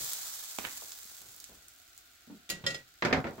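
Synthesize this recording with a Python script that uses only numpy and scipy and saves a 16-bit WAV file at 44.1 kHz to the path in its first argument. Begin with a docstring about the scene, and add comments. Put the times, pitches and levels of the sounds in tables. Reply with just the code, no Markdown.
"""A freshly flipped pancake sizzles in an oiled pan: bursting bubbles plus hiss die down to single spits.
A gas burner (coloured noise) runs below; a plastic spatula pats the pancake (dead slaps, pressed steam),
then is laid down with a few clinks, probably on a dish (clatter, ringing modes).
A cluster of hollow knocks on the worktop follows (thump, ringing modes), in a small kitchen.
Soft bumps of handled things, and low thuds under slaps, clinks and knocks, are dull resonances with rustle."""
import sys
import numpy as np
from scipy import signal
from scipy.fft import rfft, irfft
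from scipy.io import wavfile
from scipy.ndimage import uniform_filter1d

SR = 44100
rng = np.random.default_rng(int(sys.argv[2]) if len(sys.argv) > 2 else 0)


def to_wav(sig):
    """Store sig (one row per channel, or 1-D mono) as 16-bit WAV at the path in sys.argv[1].

    Samples outside -1..1 are clipped; the rate is SR.
    """
    pcm = np.clip(np.atleast_2d(sig), -1, 1) * 32767
    pcm = np.round(pcm).astype(np.int16)
    wavfile.write(sys.argv[1], SR, pcm.T)  # frames by channels


N = 149940

# colour of bursting bubbles: (frequency [Hz], relative level [dB])
BUBBLE_SPECTRUM = [(150, -23.5), (480, -21.5), (740, -11.5), (900, -15.5), (1080, -11), (1700, -11),
                   (2700, -13), (4000, -5.5), (7100, -4), (10000, -6), (15500, -6)]
# likeness of the two channels: (frequency [Hz], correlation [0-1])
CHANNEL_LIKENESS = [(250, 0.9), (600, 0.79), (1300, 0.13), (7000, 0.035)]
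SIZZLE_PAN_DB = -1.5


def amp(db):
    """Decibels to gain."""
    return 10 ** (np.asarray(db) / 20)


def evened(x):
    """Scales to rms 1."""
    return x / np.sqrt(np.mean(x ** 2) + 1e-20)


def unit(x):
    """Scales each channel to unit energy."""
    return x / np.linalg.norm(x, axis=1, keepdims=True)


def read(points, hz):
    """Interpolates a table on a log-frequency axis."""
    f, value = np.transpose(points)
    return np.interp(np.log(hz + 1), np.log(f + 1), value)


def level(points):
    """Gain per sample from a (time [s], level [dB]) curve."""
    return amp(np.interp(np.arange(N) / SR, *np.transpose(points)))


def pan(db):
    """Left and right gains for a level difference; positive is left."""
    return amp([[db / 2], [-db / 2]])


def add(mix, start_s, sound):
    """Adds a stereo sound in place at a time, cut at the end of the mix."""
    start = max(round(start_s * SR), 0)
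    part = mix[:, start:][:, :sound.shape[1]]
    part += sound[:, :part.shape[1]]


def colour(x, spectrum, size=4096):
    """Causal minimum-phase filter of unit energy with the given spectrum."""
    hz = abs(np.fft.fftfreq(size, 1 / SR))
    log_gain = np.log(amp(read(spectrum, hz)))
    response = np.exp(np.conj(signal.hilbert(log_gain)))
    taps = np.fft.ifft(response).real[:size // 2]
    taps = taps / np.linalg.norm(taps)
    return signal.oaconvolve(x, taps[None], axes=1)[:, :x.shape[1]]


def cut(x, hz, kind="low", order=2):
    """Butterworth low-pass or high-pass."""
    sos = signal.butter(order, min(hz, SR / 2 - 100), kind, fs=SR, output="sos")
    return signal.sosfilt(sos, x)


def resonate(x, hz, q):
    """A single resonance of peak gain 1."""
    return signal.lfilter(*signal.iirpeak(min(hz, SR / 2 - 100), q, fs=SR), x)


def spread(x):
    """Mixes two unrelated channels so that they are alike in the bass."""
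    a, b = rfft(x)
    hz = np.fft.rfftfreq(x.shape[1], 1 / SR)
    same = np.clip(read(CHANNEL_LIKENESS, hz), -1, 1)
    mid = a * np.sqrt((1 + same) / 2)
    side = b * np.sqrt((1 - same) / 2)
    return irfft([mid + side, mid - side], x.shape[1])


def noise(size):
    """Stereo noise as it arrives in the room."""
    return spread(rng.standard_normal((2, size)))


def tail(t60s):
    """Half a second of dense ringing; each band dies at its own speed."""
    hz, t, z = signal.stft(noise(SR // 2), SR, nperseg=256)
    decay = amp(-60 * t / read(t60s, hz)[:, None])
    return signal.istft(z * decay, SR)[1][:, :SR // 2]


def kitchen(x, wet_db):
    """Adds the short reverberation of the kitchen: diffuse, dying sooner in the treble."""
    # (frequency [Hz], t60 [s])
    room_t60 = [(150, 0.52), (1500, 0.48), (6000, 0.16), (15000, 0.05)]
    echo = tail(room_t60)
    echo = echo / np.linalg.norm(echo[0])
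    return x + amp(wet_db) * signal.fftconvolve(x, echo, axes=1)[:, :N]


def snap(decay_s):
    """A very short exponentially decaying noise burst of unit energy."""
    return unit(noise(512) * np.exp(-np.arange(512) / SR / decay_s))


def bubbles(rate_per_s):
    """Random bursts, mostly small; power stays even when the rate varies."""
    size_spread_db = 2.5
    size = amp(size_spread_db * np.minimum(rng.exponential(1, N), 4))
    burst = (2 * rng.random((2, N)) - 1) * size
    happens = rng.random(N) < rate_per_s / SR
    return evened(burst * happens / np.sqrt(rate_per_s))


def waver(count, size):
    """Slow random change of strength and phase makes each mode beat, per channel."""
    depth, speed_hz, step = 0.24, 40, 64
    drift = rng.standard_normal((2, count, size // step + 40, 2)) @ [1, 1j]
    # filtered at one value per step; the filter's onset is dropped
    drift = cut(drift, speed_hz * step)[..., 39:]
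    drift = drift / np.sqrt(np.mean(abs(drift) ** 2))
    drift = uniform_filter1d(np.repeat(drift, step, axis=2), size=step)[..., :size]
    return (1 + depth * drift) / np.sqrt(1 + depth ** 2)


def blow(modes, spectrum, t60s, clatter_db, ring_db, crack_db, high_hz, place, pitch, free_s):
    """A hard contact: a crack, a dense clatter and beating modes, which ring freely until damped."""
    crack_s, ring_rise_s = 0.013, 0.0036
    rattle_db = 1  # rms unevenness of the clatter
    mute_db_per_s = 329  # damping once the struck thing is held still
    t = np.arange(SR // 2) / SR

    hz, edge_db, inner_db, t60 = np.transpose(modes)[:, :, None]
    strength = amp(edge_db + np.clip(place, 0, 1) * (inner_db - edge_db))
    fade = np.exp(-np.log(1000) * t / t60) * np.minimum(t / ring_rise_s, 1)
    turn = np.exp(2j * np.pi * (pitch * hz * t + rng.random(hz.shape)))
    # phase difference between channels sets their likeness
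    apart = np.arccos(np.clip(read(CHANNEL_LIKENESS, hz), -1, 1)) * rng.choice([-.5, .5], hz.shape)
    side_turn = np.exp(1j * np.array([apart, -apart]))
    ring = (strength * fade * turn * side_turn * waver(len(hz), len(t))).real.sum(1) / 2

    unevenness = evened(uniform_filter1d(rng.standard_normal(len(t)), size=90))
    rattle = evened(amp(rattle_db * np.clip(unevenness, -2, 2)))
    crack = 1 + amp(crack_db) * np.exp(-t / crack_s)
    clatter = colour(tail(t60s) * rattle * crack, spectrum) / np.sqrt(2)

    held = amp(-mute_db_per_s * np.maximum(t - free_s, 0))
    return cut(amp(clatter_db) * clatter + amp(ring_db) * ring, high_hz) * held


def burner():
    """Gas flame: steady noise of fixed colour."""
    # (frequency [Hz], relative level [dB])
    flame_spectrum = [(25, -3), (60, 4.5), (100, 1), (170, -15), (300, -1), (520, -14), (730, -1),
                      (920, -24), (1400, 6), (1700, -3), (4300, -2), (9000, -18), (16000, -13.5)]
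    return amp(-60.5) * colour(noise(N), flame_spectrum)


def bumps():
    """Soft bumps of handled things, and low thuds under slaps, clinks and knocks: dull resonances, rustle."""
    # (time [s], level [dB], centre [Hz], ring t60 [s], rustle re body [dB])
    thuds = [(.005, -50, 108, .35, 3.5), (.826, -57, 440, 0.25, 5.5), (1.21, -62, 128, 0.8, 5),
             (1.490, -55, 64, 0.5, 4), (2.272, -49.5, 241, 0.28, -23), (2.298, -41, 227, 0.24, -15),
             (2.525, -45.5, 172, 0.41, -14), (2.638, -39, 137, 0.4, -6), (3.171, -27, 127, 0.11, -14),
             (3.249, -36.5, 124, 0.47, 9), (3.38, -39.5, 204, .7, 1)]
    rise_s, rustle_hz = 0.0008, 664
    q = 1 / 0.43
    out, t = np.zeros((2, N)), np.arange(SR // 2) / SR
    for start_s, db, hz, t60, rustle_db in thuds:
        body = evened(resonate(resonate(noise(len(t)), hz, q), hz, q))
        rustle = evened(cut(cut(noise(len(t)), rustle_hz), hz / 2, "high"))
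        shape = np.minimum(t / rise_s, 1) * np.exp(-np.log(1000) * t / t60)
        bump = unit((body + amp(rustle_db) * rustle) * shape)
        add(out, start_s, amp(db) * bump * np.linalg.norm(shape))
    return out


def worktop():
    """Hollow knocks excite the worktop's modes; the first and the late ones sound lower."""
    # (frequency [Hz], struck at edge [dB], struck further in [dB], t60 [s])
    worktop_modes = [(83, -10, -8, .35), (156, -9, -2, .3), (232, 0, -11, .3), (263, -6, 1, .42),
                     (372, 2, -5, .19), (405, -13, -6, .4), (593, -2, -6, .29), (742, -7, 1, .28),
                     (1448, -8, -2, .11), (1526, -3, -11, .2), (2120, -7, 0, .15)]
    # (time [s], clatter [dB], ring [dB], crack [dB], high edge [Hz],
    #  place [0 edge - 1 further in], pitch factor [1], free ringing [s])
    knocks = [(3.0226, -25, -33, -2.5, 4300, 0.44, 0.8, 0.088), (3.0495, -26, -23.5, 1, 9500, 0, 1, .06),
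              (3.109, -35, -30, 3, 1900, .4, 1, .03), (3.1272, -23, -22.5, 3, 6000, 1, 1, .08),
              (3.2421, -36, -30.5, 0, 2940, 0.38, .9, 0.06), (3.268, -42.5, -32.5, 0, 6660, 0, .93, 0.05)]
    # (frequency [Hz], relative level [dB])
    thump_spectrum = [(30, -29), (90, -9), (650, -5.5), (1100, -8.5), (2200, -3.5), (2800, -13.5),
                      (5000, -16.5), (9500, -33.5), (16000, -28)]
    # (frequency [Hz], t60 [s])
    thump_t60 = [(100, 1), (600, 1), (2000, 0.26), (5000, 0.26), (12000, 0.2)]
    out = np.zeros((2, N))
    for start_s, *contact in knocks:
        add(out, start_s, blow(worktop_modes, thump_spectrum, thump_t60, *contact))
    return out * pan(-1.5)


def dish():
    """The spatula clatters and rings the dish's modes as it is laid down and settles."""
    # (frequency [Hz], struck at edge [dB], struck further in [dB], t60 [s])
    dish_modes = [(548, -8.5, -2.5, 0.19), (1410, -16, -5, 0.16), (1926, 8.5, 1, 0.29),
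                  (2750, 6, -11.5, .22), (3190, -20, 6.5, .08), (3550, -15, 7.5, 0.057),
                  (4140, 12, 0.5, .085), (4870, 12, -3, 0.073), (5210, -17, 11.5, 0.069),
                  (6810, 10.5, -14, 0.13), (7040, -5, -5.5, 0.081)]
    # (time [s], clatter [dB], ring [dB], crack [dB], high edge [Hz],
    #  place [0 edge - 1 further in], free ringing [s])
    clinks = [(2.4911, -37, -53, -3, 9300, 0.17, 0.03), (2.500, -31, -36.5, 2, 15500, 0.069, 0.13),
              (2.640, -35.5, -60, -9, 2900, 0.9, 0.026), (2.6639, -27.5, -22.5, -11, 7700, 0.92, .1),
              (2.704, -42, -34, -6, 9000, 0.64, 0.055), (2.7443, -38.5, -34.5, 2, 7300, 0.88, 0.069)]
    # spatula: (frequency [Hz], relative level [dB])
    clatter_spectrum = [(100, -4.5), (550, 1), (920, -9), (1500, -0.5), (3500, 4), (5200, 0.5),
                        (7300, -1.5), (16000, -2)]
    # (frequency [Hz], t60 [s])
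    clatter_t60 = [(300, 0.86), (2000, 0.3), (6000, 0.27), (14000, 0.12)]
    out = np.zeros((2, N))
    for start_s, *contact, free_s in clinks:
        pitch = 1
        add(out, start_s, blow(dish_modes, clatter_spectrum, clatter_t60, *contact, pitch, free_s))
    return out * pan(-1.5)


def spatula():
    """Dead slaps on the soft pancake, and the steam that the pressure drives out."""
    # slaps and thumps: (time [s], level [dB], low edge [Hz], high edge [Hz], left-right [dB])
    pats = [(0.5867, -12.5, 225, 3000, -16.5), (.587, -17.5, 247, 500, -20),
            (.6508, -10, 1490, 3530, -12.5), (0.8216, -24, 497, 980, -6), (1.053, -37.5, 150, 570, 8),
            (1.115, -40, 170, 900, 14)]
    # steam pressed from under the pancake: (time [s], level [dB])
    steam_level = [(.58, -75), (.593, -46), (.615, -54), (.645, -40), (.695, -48.5), (.715, -71), (.9, -79)]
    # (frequency [Hz], relative level [dB])
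    steam_spectrum = [(60, -5), (700, -3), (1500, 1), (2600, 1), (4500, -17), (8000, -37)]
    grit_decay_s, grit_db, wet_db = 0.00094, 3.5, -10.5
    steam_bubbles_per_s = 900
    slaps = np.zeros((2, N))
    for start_s, db, low_hz, high_hz, pan_db in pats:
        # plain blow plus wet grit
        slap = signal.unit_impulse(512) + amp(grit_db) * snap(grit_decay_s)
        slap = cut(cut(slap, high_hz, order=4), low_hz, "high")
        add(slaps, start_s, amp(db) * pan(pan_db) * unit(slap))
    steam = colour(spread(bubbles(steam_bubbles_per_s)), steam_spectrum) * level(steam_level)
    return kitchen(slaps, wet_db) + steam * pan(SIZZLE_PAN_DB)


def spits():
    """Larger oil droplets burst singly, each a short resonance of its own pitch."""
    # (time [s], level [dB], pitch [Hz])
    droplets = [(.134, -5.5, 14500), (0.5875, -15, 5540), (0.92, -18, 4800), (1.364, -27, 11000),
                (1.402, -22, 6600), (1.4421, -20, 6000), (1.684, -25, 11100), (1.978, -23.5, 14000)]
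    decay_s, q, splash_db, wet_db = 0.00019, 1.13, -22, -3
    out = np.zeros((2, N))
    for start_s, db, hz in droplets:
        pop = unit(resonate(snap(decay_s), hz, q))
        splash = amp(splash_db) * snap(decay_s)
        add(out, start_s, amp(db) * (pop + splash))
    return colour(kitchen(out, wet_db), BUBBLE_SPECTRUM) * pan(SIZZLE_PAN_DB)


def sizzle():
    """Steam bubbles burst in the oil, thinning out until about 2.45 s, then faintly rising again."""
    # (time [s], level [dB])
    sizzle_level = [(0, -33), (.15, -36.5), (.42, -40), (.72, -42), (.97, -45), (1.1, -47.5), (1.45, -52.5),
                    (1.65, -57), (2.0, -58.5), (2.45, -64), (3.4, -60.5)]
    peak_bubbles_per_s, thinning_exponent = 4000, 0.86
    hiss_share = 0.48  # of power
    flutter_rms_db, wet_db = 1, -8.5
    heat = level(sizzle_level)
    rate_per_s = peak_bubbles_per_s * (heat / heat.max()) ** thinning_exponent
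    fizz = np.sqrt(1 - hiss_share) * bubbles(rate_per_s) + np.sqrt(hiss_share) * noise(N)
    flutter = evened(uniform_filter1d(rng.standard_normal(N), size=600))
    fizz = evened(kitchen(fizz * amp(flutter_rms_db * flutter), wet_db))
    return colour(fizz * heat, BUBBLE_SPECTRUM) * pan(SIZZLE_PAN_DB)


def scene():
    """Burner, the things handled beside it, and the pan."""
    return burner() + bumps() + worktop() + dish() + spatula() + spits() + sizzle()


def record(dry):
    """The ripple of the microphone ports, then the band limit."""
    # (frequency [Hz], relative level [dB])
    port_ripple = [(5600, 0), (7100, 3), (8300, 1), (9900, -5), (11700, 4), (13700, -4), (15400, 4)]
    edge_hz = 15900
    band_limit = signal.firwin(1023, edge_hz, window=("kaiser", 9), fs=SR)
    return signal.oaconvolve(colour(dry, port_ripple), band_limit[None], "same")


dry = scene()
out = record(dry)
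to_wav(out)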